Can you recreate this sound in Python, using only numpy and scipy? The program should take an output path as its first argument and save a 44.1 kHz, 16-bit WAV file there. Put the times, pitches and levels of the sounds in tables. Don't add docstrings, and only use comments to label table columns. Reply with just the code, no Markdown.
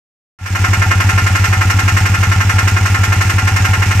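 import sys
import numpy as np
from scipy import signal
from scipy.fft import rfft, irfft, next_fast_len
from scipy.io import wavfile
from scipy.ndimage import uniform_filter1d

SR = 44100
rng = np.random.default_rng(int(sys.argv[2]) if len(sys.argv) > 2 else 0)


def generate_wav(sig):
    pcm = np.round(np.clip(np.atleast_2d(sig).T, -1, 1) * 32767).astype(np.int16)
    wavfile.write(sys.argv[1], SR, pcm)


def elevation(decibels):
    levels = np.asarray(decibels, float)
    return 10 ** (levels / 20)


N = 176400

# (time [s], speed [engine cycles/s])
IDLE_SPEED = [(0.4, 10.542), (0.769, 11.518), (0.863, 10.725), (1.259, 11.875), (1.308, 10.883),
              (1.584, 12.1), (1.677, 10.974), (2.029, 11.497), (2.36, 11.37), (2.36, 11.171),
              (2.649, 11.082), (3.039, 11.118), (3.067, 11.614), (3.313, 11.503), (3.4, 10.988),
              (3.556, 11.658), (4.0, 11.208)]
# (place [cycle], level [dB])
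FIRINGS = [
    (-.057, 0),
    (.178, -5.9),
]
# (frequency [Hz], level [dB], t60 [s], sign [+1/-1])
PIPE_MODES = [(54.5, -18.2, .118, 1), (85.3, -6.9, .124, 1), (99.2, -2.5, .187, -1), (147, -32, .4, -1),
              (181.3, -23.5, .26, -1), (280, -36, .4, 1)]
REBOUND_TRIPS = [
    0,
    2,
    5,
    8,
    14,
]
REBOUND_DB = [0, -1, -8, -6, -15]
# (frequency [Hz], left level [dB], right level [dB], t60 [s], right lag [turns])
CASING_MODES = [(2270, -30, -15, 0.15, 0.51), (2570, -17, -6, 0.079, 0.15), (1085.6, 1, -4, 0.084, 0.18),
                (1293.6, 0, 4, 0.07, 0.2), (1380, 0, -5, 0.3, 0.033), (1408, -3, -4, .16, .04),
                (1463, -7, -7, .14, .04), (1590, -0.5, 4.5, 0.053, 0.033), (1782, 4, 2, 0.12, 0.38),
                (1976, -36, -2.5, 0.13, 0.067), (2132, -21, 1, 0.11, 0.35), (2483, -7, -9.5, 0.11, 0.16),
                (2650, -10, -18, 0.12, 0.51), (2823, -6.5, -2.5, 0.05, 0.07)]
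# (frequency [Hz], level [dB/Hz])
FRAME_COLOUR = [(250, -50), (600, -1), (1200, -1), (2200, -11.5), (2900, -23), (3500, -31), (6000, -8),
                (9000, -84)]
# (frequency [Hz], level [dB], t60 [s])
COVER_MODES = [(768, -1, .1), (862, -1, .09), (810, -9, .05)]
# (place [cycle], level [dB])
COVER_TAPS = [(.6, 3), (.85, 2), (0.0185, -7.5), (.2, 0)]
# (frequency [Hz], level [dB/Hz])
HISS_COLOUR = [(1650, -1), (2800, -1.5), (3220, -11.5), (3880, -12.5), (5600, -10), (8600, -13.5),
               (9800, -24), (12000, -20), (14600, -21.5)]
# (place [cycle], level over the hiss [dB], rise [s], hold [s], t60 [s])
GEAR_BURSTS = [
    (0.46, 10, 0.0013, 0.014, 0.11),
    (0.14, 1.5, 0.0044, 0.0086, 0.17),
    (0.84, 4.5, 0.0085, 0.011, 0.16),
]
# (frequency [Hz], width [Hz], level [dB])
STEEL_RINGS = [(5000, 46, -4), (5390, 82, 2.5), (5780, 31, 2.5), (6330, 73, 2), (6817, 65, 5.5),
               (8370, 55, -7), (10360, 130, -5.5), (11900, 190, -4.5)]
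# (frequency [Hz], level [dB/Hz])
WHIRR_COLOUR = [(200, -2), (330, -1.5), (606, -11.5), (850, -2.5), (1180, -5.5), (1430, -8.5), (2800, -38),
                (3400, -10.5)]
# (frequency [Hz], left minus right [dB])
LEFT_LEAN = [(300, 0.7), (1400, -.5), (3000, -4), (6000, -5), (8000, -11), (10500, -11), (12500, -14),
             (14000, -16)]
# (frequency [Hz], likeness [0-1])
PORT_LIKENESS = [(300, 0.8), (700, 0.77), (1200, 1), (2000, 0.65), (4000, 0.089), (9000, 0.15)]
# (frequency [Hz], gain [dB])
LEFT_PORT = [(8500, 0), (10500, -3), (11500, -10), (12600, -22), (15000, -22)]
TREBLE_FLOOR_DB = [-77, -64.5]


def unit(x):
    return x / np.sqrt(np.mean(x ** 2) + 1e-20)


def along(points, hz):
    f, v = np.transpose(points)
    return np.interp(np.log(hz + 1), np.log(f + 1), v)


def filtered(x, response):
    m = next_fast_len(x.shape[-1] + SR // 2)
    spectrum = rfft(x, m) * response(np.fft.rfftfreq(m, 1 / SR))
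    return irfft(spectrum, m)[..., :x.shape[-1]]


def peak(f, hz, width_hz):
    return 1j * f * width_hz / (hz * hz - f * f + 1j * f * width_hz)


def closed(points):
    ends = [(points[0][0] / 2, -90), *points, (points[-1][0] * 2, -90)]
    return lambda f: elevation(along(ends, f))


def through(x, shape):
    return signal.fftconvolve(np.atleast_2d(x), np.atleast_2d(shape), axes=1)[:, :N]


def pulses(place, db=0, after_s=0, scatter_db=0, jitter_s=0):
    start_s, lag_s = 0.4, 0.016
    t = np.arange(N) / SR
    turns = np.cumsum(np.interp(t, *np.transpose(IDLE_SPEED))) / SR
    turns = turns - turns[round(start_s * SR)]
    cycles = np.arange(-2, 42)
    luck = rng.standard_normal((len(cycles), 2))
    at = np.interp(cycles + place, turns, t) + lag_s + after_s + jitter_s * luck[:, 0]
    at = np.where(cycles + place < turns[-1], at, N / SR)
    strength = elevation(db + scatter_db * luck[:, 1])
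    return np.bincount(np.round(at * SR).astype(int), strength, N + SR)[:N]


def stereo(colour, size=N):
    def mix(f):
        turn = np.arccos(np.clip(along(PORT_LIKENESS, f), 0, 1)) / 2
        return colour(f) * [np.cos(turn), np.sin(turn)]

    def lean(f):
        return np.sqrt(2 / (1 + elevation(np.outer([-2, 2], along(LEFT_LEAN, f)))))

    mid, side = filtered(rng.standard_normal((2, size)), mix)
    return filtered(unit(np.array([mid + side, mid - side])), lean)


def exhaust():
    exhaust_db, rumble_db, puff_s = 0.28, -41, 0.00019
    t = np.arange(SR // 2) / SR
    ring = sum(sign * elevation(db - 60 * t / t60) * np.sin(2 * np.pi * hz * t)
               for hz, db, t60, sign in PIPE_MODES)
    puff = t[:400] * np.exp(-t[:400] / puff_s)
    fire = sum(pulses(place, db, scatter_db=0.5) for place, db in FIRINGS)
    boom = through(through(fire, puff / puff.sum()), ring) * elevation([[0.2], [-0.2]])
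    rumble = unit(filtered(rng.standard_normal((2, N)), lambda f: abs(peak(f, 90, 90)) ** 2))
    return elevation(exhaust_db) * boom + elevation(rumble_db) * rumble


def knock():
    place, pipe_trip_s = 0.438, 0.002836
    casing_db, frame_db, thud_db, chatter_db = -18.5, -26, -39.5, -28.5
    frame_t60_s = 0.12
    t = np.arange(SR // 2) / SR
    blow = pulses(place, scatter_db=1)
    rebounds = sum(pulses(place, db, trips * pipe_trip_s, scatter_db=0.8, jitter_s=0.00002)
                   for trips, db in zip(REBOUND_TRIPS, REBOUND_DB))
    blows = rebounds * uniform_filter1d(blow, size=3500) * 3500
    ring = 0
    for hz, left_db, right_db, t60, lag in CASING_MODES:
        decay = elevation(np.array([[left_db], [right_db]]) - 60 * t / t60)
        ring = ring + decay * np.sin(2 * np.pi * (hz * t - np.array([[0], [lag]])))
    ring = ring * (1 - np.exp(-t / 0.0005))
    frame = stereo(closed(FRAME_COLOUR), size=len(t)) * elevation(-60 * t / frame_t60_s)
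    thud = unit(filtered(blows, lambda f: peak(f, 323, 440) ** 2))
    chatter = unit(through(rng.standard_normal(N), ring))
    struck = through(blows, elevation(casing_db) * ring + elevation(frame_db) * frame)
    return struck + elevation(thud_db) * thud + elevation(chatter_db) * chatter


def cover():
    cover_db, rise_s = -23.5, 0.0075
    t = np.arange(SR // 3) / SR
    taps = sum(pulses(place, db, scatter_db=3.5, jitter_s=0.000738) for place, db in COVER_TAPS)
    ring = sum(elevation(db - 60 * t / t60) * np.sin(2 * np.pi * hz * t) for hz, db, t60 in COVER_MODES)
    return elevation(cover_db) * through(taps, ring * (1 - np.exp(-t / rise_s)))


def valve_gear():
    hiss_db, whirr_db, flutter_db = -23, -30, 1.24
    t = np.arange(SR // 5) / SR
    swell = 1
    for place, db, rise, hold, t60 in GEAR_BURSTS:
        burst = (1 - np.exp(-t / rise)) * elevation(-60 * np.maximum(t - hold, 0) / t60)
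        swell = swell + through(pulses(place, db, scatter_db=1.5), burst)

    def steel(f):
        rings = sum(elevation(db) * abs(peak(f, hz, width)) ** 2 for hz, width, db in STEEL_RINGS)
        return closed(HISS_COLOUR)(f) * (1 + rings)

    flutter = elevation(flutter_db * unit(uniform_filter1d(rng.standard_normal(N), size=60)))
    hiss = unit(swell) * stereo(steel) * flutter
    return elevation(hiss_db) * hiss + elevation(whirr_db) * stereo(closed(WHIRR_COLOUR))


def scene():
    return exhaust() + knock() + cover() + valve_gear()


def drop_weak_treble(x):
    hz, _, z = signal.stft(x, SR, nperseg=2048)
    power = uniform_filter1d(abs(z) ** 2, size=3, axis=1)
    level = np.sqrt(uniform_filter1d(power, size=2, axis=2))
    luck = uniform_filter1d(rng.standard_normal(z.shape[1:]), size=4)
    luck = elevation(2.5 * unit(uniform_filter1d(luck, size=30, axis=0)))
    keep = (level > elevation(TREBLE_FLOOR_DB)[:, None, None] * luck) | (hz[:, None] < 9400)
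    return signal.istft(z * keep, SR, nperseg=2048)[1][:, :N]


def low_pass(x):
    return signal.sosfilt(signal.butter(12, 14700, fs=SR, output="sos"), x)


def record(dry):
    ceiling, silent_until_s, fade_from_s, fade_s = 0.96, 0.388, 0.37, 0.28
    t = np.arange(N) / SR
    x = dry / (1 + abs(dry / ceiling) ** 8) ** (1 / 8)
    x = filtered(x, lambda f: elevation(np.outer([1, 0], along(LEFT_PORT, f))))
    x = drop_weak_treble(x)
    fade = (t > silent_until_s) * np.clip((t - fade_from_s) / fade_s, 0, 1)
    return low_pass(x * fade)


dry = scene()
out = record(dry)
generate_wav(out)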